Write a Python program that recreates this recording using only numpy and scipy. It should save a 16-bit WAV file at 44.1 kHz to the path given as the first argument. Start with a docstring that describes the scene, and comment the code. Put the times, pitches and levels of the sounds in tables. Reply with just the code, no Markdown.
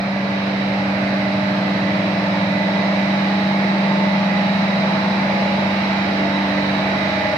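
"""A walk from the door into a steel engine room, heard through two carried microphones for about 7 s.
From the start fan and engine hum as combs of steady shaft orders, the strong ones swelling slowly, with a
beating gear tone mostly on the right. Rumble and air roar rise over the first seconds, with faint
microphone hiss on top. A fuzzy turbocharger whine, made of two narrow noise humps, wavers irregularly
and is stronger later. The noise is at its nearest towards the end."""
import sys
import numpy as np
from scipy import signal
from scipy.fft import rfft, irfft, next_fast_len
from scipy.io import wavfile
from scipy.ndimage import uniform_filter1d, map_coordinates

SR = 44100
rng = np.random.default_rng(int(sys.argv[2]) if len(sys.argv) > 2 else 0)


def inscribe(sig):
    """Save sig as 16-bit PCM at rate SR to the path in sys.argv[1].

    A 1-D sig is mono; a 2-D sig holds one channel per row.
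    Samples are clipped to [-1, 1] before scaling.
    """
    pcm = np.round(np.clip(np.atleast_2d(sig).T, -1, 1) * 32767)
    wavfile.write(sys.argv[1], SR, pcm.astype(np.int16))


N = 325017  # length in samples

FAN_HZ, ENGINE_HZ = 24.535, 12.51  # turns of each shaft a second
GEAR_HZ, BEAT_HZ = 2004.5, 4.5  # gear tone, and how far below it the weaker neighbour lies
WHINE_DB = -37.3  # whine level before flutter, waver and nearness
FLUTTER_DB, FLUTTER_HZ = .6, 2.1  # depth of the whine's random flutter, and its random points a second
RUMBLE_FOLLOWS, AIR_FOLLOWS, WHINE_FOLLOWS = .9, .95, .7  # dB gained per dB of nearness
SKIRT = 2.6  # steepness of the sides of the whine humps
CROSSOVER_HZ = 1300  # rumble hands over to the upper noise here
COMB_FROM_HZ = 300  # the roar gathers on shaft orders only above this
BLUR = .001  # growth of a gathered order's width with its frequency
SOUND_SPEED = 343  # m/s
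TOP_HZ = 15100  # upper limit of the microphones
STEP = 256  # samples between points of a slow curve

# Fan orders with slow swells. Each entry: multiple of the shaft rate; 8 is the blade passing.
FAN_STRONG_ORDERS = [8, 12, 23, 25, 26, 34, 4, 21, 24, 6]
# Engine orders with slow swells. Each entry: multiple of the shaft rate; 71 stands for a strong tone near
# 888 Hz, perhaps from another machine, placed on the nearest engine order.
ENGINE_STRONG_ORDERS = [9, 14, 26, 71, 6, 11, 13, 18, 12, 17, 15, 25]

# Slow swells of each strong tone, in the same sequence. Each row: steady level in dB, then for every
# swell its strength in dB against the steady part, drift rate in m/s, peak moment in seconds.
FAN_SWELLS = [(-23.8, -7.4, -0.108, 0.68, -4.8, 0.25, 4.26, -6.3, 0.376, 1.37, -11.7, -0.48, 3.38, -23.0, -0.86, 3.42),
              (-36.6, -17.2, 1.058, 4.07, -2.1, -0.187, 1.57, -7.4, 0.482, 3.87, -12.4, 0.331, 6.26, -12.6, 0.639, 4.41, -18.4, 1.484, 4.18, -14.9, 1.151, 4.35),
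              (-37.1, -2.7, 0.299, 4.26, -6.5, 0.083, 2.87, -7.8, -0.207, 4.25, -0.7, 0.041, 11.0, -9.9, -0.474, 3.82, -18.1, -0.71, 4.59, -9.8, 0.507, 3.56),
              (-38.3, -1.0, -0.087, 2.44, -1.1, 0.24, 3.09, -2.7, 0.359, 4.27, -6.3, -0.286, 3.64, -0.0, 0.202, 4.55, -10.7, -0.782, 3.47, -11.7, 1.033, 3.54),
              (-41.8, -1.7, -0.121, 3.47, -0.8, -0.179, 4.4, -12.5, 0.451, 3.47, -7.6, 0.302, 4.64, -7.5, 0.33, 3.64, -9.2, -0.735, 3.4, -15.0, 1.033, 4.01),
              (-40.2, -2.2, -0.15, 4.39, -6.8, -0.506, 3.66, -0.0, -0.058, 5.14, -3.8, 0.285, 4.3, -3.4, 0.156, 2.8, -7.1, 0.673, 3.69, -9.2, 0.705, 3.31),
              (-44.6, -7.0, -0.653, 4.3, -6.4, 0.645, 3.62, -0.0, 0.236, 10.56, -8.4, -2.0, 3.31, -10.0, 2.0, 2.89),
              (-47.2, -2.5, 0.314, 5.42, -2.8, -0.248, 2.31, -3.1, 0.197, 1.84, -5.6, -0.031, -0.72, -5.3, -0.778, 3.37, -9.8, 1.294, 3.24, -9.0, -1.091, 4.18),
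              (-48.6, -3.1, -0.628, 4.27, -0.1, 0.395, 3.04, -0.0, -0.273, 3.06, -0.4, 0.363, 4.0, -0.2, -0.227, 1.99, -6.1, -0.538, 4.11, -15.5, 1.18, 3.25),
              (-46.4, -4.7, -0.894, 3.63, -5.7, -0.262, 5.51, -20.5, -1.387, 3.34, -16.8, 1.163, 3.05, -25.0, -1.818, 3.68)]
ENGINE_SWELLS = [(-48.4, -0.0, -0.466, 2.17, -2.8, -0.989, 5.12, -2.4, -1.368, 4.03, -0.5, 1.288, 2.76, -6.9, -2.0, 3.61),
                 (-37.7, -0.1, -0.316, 3.45, -2.5, 0.588, 5.03, -9.2, 0.831, 4.38, -11.9, -0.657, 4.06, -21.0, 1.313, 3.63),
                 (-44.8, -4.6, -0.581, 3.76, -7.9, -0.317, 1.88, -9.6, -0.536, 3.2, -9.4, -0.137, 4.96, -3.1, 0.221, 2.83, -11.6, 0.687, 3.48, -13.6, -1.449, 3.43),
                 (-39.8, -2.9, -0.296, 4.04, -5.1, -0.219, 4.31, -14.3, 0.238, 4.81, -13.6, 0.13, 4.43, -0.3, -0.023, 9.59, -8.8, -0.636, 3.42, -13.4, 0.662, 4.47),
                 (-52.3, -1.0, 0.518, 7.65, -2.8, 0.888, 2.78, -8.1, 1.212, 4.96, -10.5, -1.023, 1.76, -16.4, 1.763, 3.42),
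                 (-45.8, -2.6, -0.651, 4.95, -6.8, 0.683, 5.21, -10.6, -0.237, -0.09, -12.6, -1.103, 3.15, -16.2, 1.574, 3.09),
                 (-47.5, -0.6, -0.42, 3.68, -9.2, -2.0, 2.63, -5.0, 0.625, 2.94, -16.5, -0.716, 4.1, -16.8, -1.85, 3.23),
                 (-44.4, -0.0, 0.229, 4.13, -2.5, 0.491, 4.9, -4.6, -0.454, 4.14, -6.9, 0.934, 3.47, -13.3, 1.359, 3.22),
                 (-46.1, -2.6, -0.311, 4.64, -8.7, -0.895, 4.02, -13.1, 1.621, 3.93, -12.9, 0.782, 3.09, -15.2, 1.255, 3.21),
                 (-42.2, -1.7, -0.525, 2.23, -11.6, 0.281, 3.04, -6.8, -0.128, 8.61, -20.2, 0.897, 4.05, -14.4, 1.13, 2.78),
                 (-47.3, -1.3, -0.253, 2.92, -2.7, -0.569, 5.07, -4.3, 0.535, 2.98, -9.8, 0.097, 7.09, -9.6, -1.264, 3.12),
                 (-51.1, -0.7, -0.621, 3.69, -0.0, -0.306, 1.76, -3.7, 0.154, 5.12, -8.1, -0.948, 4.14, -7.0, -1.527, 3.7)]
# The same columns for the gear tone, ahead of its final gain.
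GEAR_SWELLS = [(-43.0, -11.8, -0.064, 2.51, -2.7, -0.039, 2.99, -0.0, 0.115, 4.27, -3.2, 0.155, 3.9, -4.6, 0.236, 4.15, -8.9, -0.429, 3.99, -9.4, -0.294, 3.49, -8.2, 0.311, 3.68, -2.8, -0.279, 4.37)]

# Other orders, with random fading only. Each row: multiple of the shaft rate, level in dB before fading.
FAN_OTHER_ORDERS = [(2, -62.5), (10, -46), (20, -52), (27, -44.5), (30, -48.5), (33, -45), (47, -52),
                    (50, -51), (60, -52), (64, -45), (65, -51), (66, -53), (67, -53), (68, -48), (69, -46),
                    (70, -50), (77, -51), (88, -54), (90, -50), (142, -61), (180, -62), (189, -61)]
ENGINE_OTHER_ORDERS = [(4, -61), (5, -64), (8, -50), (7, -55), (10, -45), (21, -52), (23, -52), (24, -46.5),
                       (36, -55), (52, -44), (54, -44), (56, -46), (57, -44), (58, -47), (63, -49),
                       (64, -46), (69, -47), (70, -50), (72, -48), (88, -53), (96, -54), (111, -53),
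                       (148, -44), (157, -52)]

# Humps of the whine. Each row: centre in Hz, width at half amplitude in Hz, relative level in dB.
WHINE_HUMPS = [(3840, 185, -2), (4060, 300, -7)]
# Irregular waver of the lower hump, stronger later. Each row: time in seconds, relative level in dB.
WHINE_WAVER = [(0, -3.5), (.6, -2.5), (1.3, -1.5), (2, -2), (2.7, 1), (3.3, .4), (3.8, -1.2), (4.6, 1.5),
               (5.3, 0), (6, 1), (6.6, 1.7), (7.4, 1.2)]

# Upper noise before combing and nearness: air roar, with faint microphone hiss above about 6.5 kHz.
# Each row: frequency in Hz, density in dB per Hz.
UPPER_COLOUR = [(1300, -59.5), (1550, -61), (1950, -57.3), (2100, -58), (2300, -58), (2500, -61),
                (3000, -67.5), (3500, -70.5), (4500, -71), (5200, -74.5), (6000, -83.5), (6800, -91.5),
                (7500, -96.5), (8400, -96.5), (9600, -104), (11300, -100), (12600, -105), (13700, -100),
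                (15000, -111)]
# Rumble before combing and nearness. Each row: frequency in Hz, density in dB per Hz.
RUMBLE_COLOUR = [(30, -85), (45, -81), (56, -76.5), (70, -74), (100, -64.5), (120, -62), (155, -54),
                 (210, -58), (270, -57.5), (350, -60), (460, -60.5), (560, -56.6), (680, -52.6), (770, -57),
                 (900, -55.8), (1050, -59), (1300, -60.5)]
# Walking in from the door. Each row: time in seconds, nearness to the noise in dB.
NEARNESS = [(0, -3.5), (.4, -2), (1, -1), (2, 0), (3, .4), (4.5, .4), (5, 1.1), (7.4, 1.5)]
# Gathering of the roar on shaft orders. Each row: frequency in Hz, share of the noise power.
FAN_COMB_SHARE = [(300, .2), (900, .1), (1500, .14), (2500, .12), (3300, .08), (4500, 0)]
ENGINE_COMB_SHARE = [(300, .2), (1100, .16), (1500, .05), (2000, .08), (2500, 0)]

# Stereo likeness. Each row: frequency in Hz, left-right correlation before the lead.
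STEREO_LIKENESS = [(40, .95), (70, .97), (150, .985), (200, .995), (250, .95), (300, .91), (420, .78),
                   (620, .82), (780, .58), (1030, .33), (1300, .14), (1600, .22), (2100, .13), (3000, .03)]
# Stereo balance. Each row: frequency in Hz, left minus right in dB.
STEREO_TILT = [(200, -.1), (500, -.8), (760, -1.2), (870, -1), (1050, -2.8), (1430, -3.7), (2030, -5.7),
               (2890, -4.7), (4110, -6.5), (5000, -4.3), (6000, 1), (7000, 1.2), (10000, .5)]
# Stereo phase. Each row: frequency in Hz, lead of left over right in radians.
STEREO_LEAD = [(250, 0), (780, .3), (1050, .5), (1550, 2.2), (2100, 2.6), (2800, 5.5)]


def amp(db):
    """Amplitude of a level in dB."""
    return 10 ** (np.asarray(db) / 20)


def along(points, hz):
    """Read a curve of (Hz, value) points on a log frequency axis."""
    f, v = np.transpose(points)
    return np.interp(np.log(hz + 1), np.log(f + 1), v)


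def curve(points):
    """Draw (seconds, value) points as one value per sample."""
    s, v = np.transpose(points)
    return np.interp(np.arange(N) / SR, s, v)


def machine(shaft_hz, strong, swells, others):
    """A turning shaft sounds at whole multiples of its rate; random fading deepens with frequency."""
    total = 0
    for order, row in zip(strong, swells):
        hz = order * shaft_hz
        fading = .02 * (hz / 800) ** 2
        total = total + tone(hz, swelling(hz, row), fading=fading, speed=1.224, wide=.9)
    for order, db in others:
        hz = round(order) * shaft_hz
        total = total + tone(hz, amp(db), fading=.3 + hz / 4000, speed=.802, wide=1.0)
    return total


def gear():
    """Two close gear tones beat firmly on the right; the left gets only a fading reflection."""
    level = swelling(GEAR_HZ, GEAR_SWELLS[0])
    main = tone(GEAR_HZ, level, fading=.02, speed=.4, wide=.15)
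    neighbour = tone(GEAR_HZ - BEAT_HZ, level * amp(-6), fading=.1, speed=.26, wide=.15)
    reflection = tone(GEAR_HZ, amp(-45), fading=.7, speed=.4, wide=.5)
    right = amp(2.6) * (main + neighbour)[1]
    return np.array([reflection[0], right])


def swelling(hz, row):
    """Slow swells of a tone: turning parts drift in and out of step with its steady part."""
    t = np.arange(0, N + STEP, STEP) / SR
    swells = 0
    for db, drift, peak in np.reshape(row[1:], (-1, 3)):
        turns = hz / SOUND_SPEED * drift * (t - peak)
        swells = swells + amp(db) * np.exp(2j * np.pi * turns)
    level = amp(row[0]) * np.abs(1 + swells)
    return np.interp(np.arange(N) / SR, t, level)


def tone(hz, level, fading, speed, wide):
    """A steady sine with two random echoes that vary per wavelength walked at speed in m/s."""
    t = np.arange(N) / SR
    slow = np.arange(0, N + STEP, STEP) / SR
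    place = slow * np.clip(speed * hz / SOUND_SPEED, .2, 20)  # random points passed
    knots = rng.standard_normal((4, 200))
    parts = np.array([map_coordinates(k, [place]) for k in knots])
    echo = (parts[:2] + 1j * parts[2:]) / np.sqrt(2)
    share = np.clip(fading, 0, 1)  # power given to the first echo
    common = np.sqrt(1 - share) + np.sqrt(share) * echo[0]
    # the second echo reaches the two microphones in opposite senses
    pair = spread(hz) @ np.array([common, wide * echo[1]])
    angle = 2 * np.pi * hz * t + rng.uniform(0, 2 * np.pi)
    cos, sin = np.cos(angle), np.sin(angle)
    sides = [np.interp(t, slow, g.real) * cos - np.interp(t, slow, g.imag) * sin for g in pair]
    return np.sqrt(2) * level * np.array(sides)


def whine():
    """Fuzzy turbocharger whine: noise in two narrow humps, one wavering and one following the nearness."""
    place = np.arange(N) / SR * FLUTTER_HZ
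    flutter = map_coordinates(rng.standard_normal(40), [place])
    lower, upper = [hump(*row) for row in WHINE_HUMPS]
    near = amp(WHINE_FOLLOWS * curve(NEARNESS))
    body = amp(curve(WHINE_WAVER)) * lower + near * upper
    return amp(WHINE_DB + FLUTTER_DB * flutter) * body / body.std()


def hump(centre_hz, width_hz, db):
    """Narrow noise that thins out on both sides of its centre."""
    def gain(hz):
        return amp(db) / (1 + np.abs(2 * (hz - centre_hz) / width_hz) ** SKIRT)
    return rush(gain, patchy_db=1.5)


def upper_noise():
    """Air roar, partly gathered on shaft orders, with faint microphone hiss above about 6.5 kHz."""
    def gain(hz):
        return amp(along(UPPER_COLOUR, hz)) * combed(hz) * np.sqrt(1 - low_share(hz))
    return amp(AIR_FOLLOWS * curve(NEARNESS)) * rush(gain, patchy_db=1.0)


def rumble():
    """Hull rumble: the lower noise, partly gathered on shaft orders and growing with nearness."""
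    def gain(hz):
        return amp(along(RUMBLE_COLOUR, hz)) * combed(hz) * np.sqrt(low_share(hz))
    return amp(RUMBLE_FOLLOWS * curve(NEARNESS)) * rush(gain, patchy_db=1.5)


def low_share(hz):
    """Share of noise power on the rumble side of the crossover."""
    return 1 / (1 + (hz / CROSSOVER_HZ) ** 6)


def combed(hz):
    """Gain that gathers part of the roar in narrow bands on every order of both shafts."""
    power = 1
    for shaft_hz, comb in ((FAN_HZ, FAN_COMB_SHARE), (ENGINE_HZ, ENGINE_COMB_SHARE)):
        width = .5 + BLUR * hz
        off = hz - shaft_hz * np.round(hz / shaft_hz)
        teeth = shaft_hz / (width * np.sqrt(2 * np.pi)) * np.exp(-.5 * (off / width) ** 2)
        power = power + along(comb, hz) * (hz > COMB_FROM_HZ) * (teeth - 1)
    return np.sqrt(power)


def rush(gain, patchy_db):
    """Stereo noise of amplitude gain(hz) per root hertz, in soft random patches of time and frequency."""
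    m = next_fast_len(N + 8192)
    hz = np.fft.rfftfreq(m, 1 / SR)
    z = signal.stft(rng.standard_normal((2, m + 1024)), nperseg=1024)[2]
    field = rng.standard_normal(z.shape[1:])
    field = uniform_filter1d(field, size=6, axis=0)  # smooth over frequency
    field = uniform_filter1d(field, size=20, axis=1)  # smooth over time
    patches = amp(patchy_db * field / field.std())
    patches = patches / np.sqrt(np.mean(patches ** 2))
    white = signal.istft(z * patches, nperseg=1024)[1][:, :m]
    pair = rfft(white) * gain(hz) * np.sqrt(SR / 2)
    return irfft((spread(hz) * pair).sum(axis=1), m)[:, :N]


def spread(hz):
    """Weights of two unrelated sounds (columns) in left and right (rows), by likeness, tilt and lead."""
    turn = np.arccos(np.clip(along(STEREO_LIKENESS, hz), -1, 1)) / 2
    lean = amp(along(STEREO_TILT, hz) / 2)
    power = np.sqrt((lean ** 2 + lean ** -2) / 2)
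    left = lean * np.exp(.5j * along(STEREO_LEAD, hz))
    both, opposed = np.cos(turn), np.sin(turn)
    return np.array([[both * left, opposed * left], [both / left, -opposed / left]]) / power


def filtered(x, response):
    """Shape the spectrum of x by a response of frequency."""
    m = next_fast_len(N + 8192)
    return irfft(rfft(x, m) * response(np.fft.rfftfreq(m, 1 / SR)), m)[..., :N]


def scene():
    """Sum the machines, the gear tone and the noise layers in the room."""
    fan = machine(FAN_HZ, FAN_STRONG_ORDERS, FAN_SWELLS, FAN_OTHER_ORDERS)
    engine = machine(ENGINE_HZ, ENGINE_STRONG_ORDERS, ENGINE_SWELLS, ENGINE_OTHER_ORDERS)
    return fan + engine + gear() + whine() + upper_noise() + rumble()


def record(dry):
    """The microphones keep nothing above their band limit."""
    return filtered(dry, lambda hz: hz < TOP_HZ)


dry = scene()
out = record(dry)
inscribe(out)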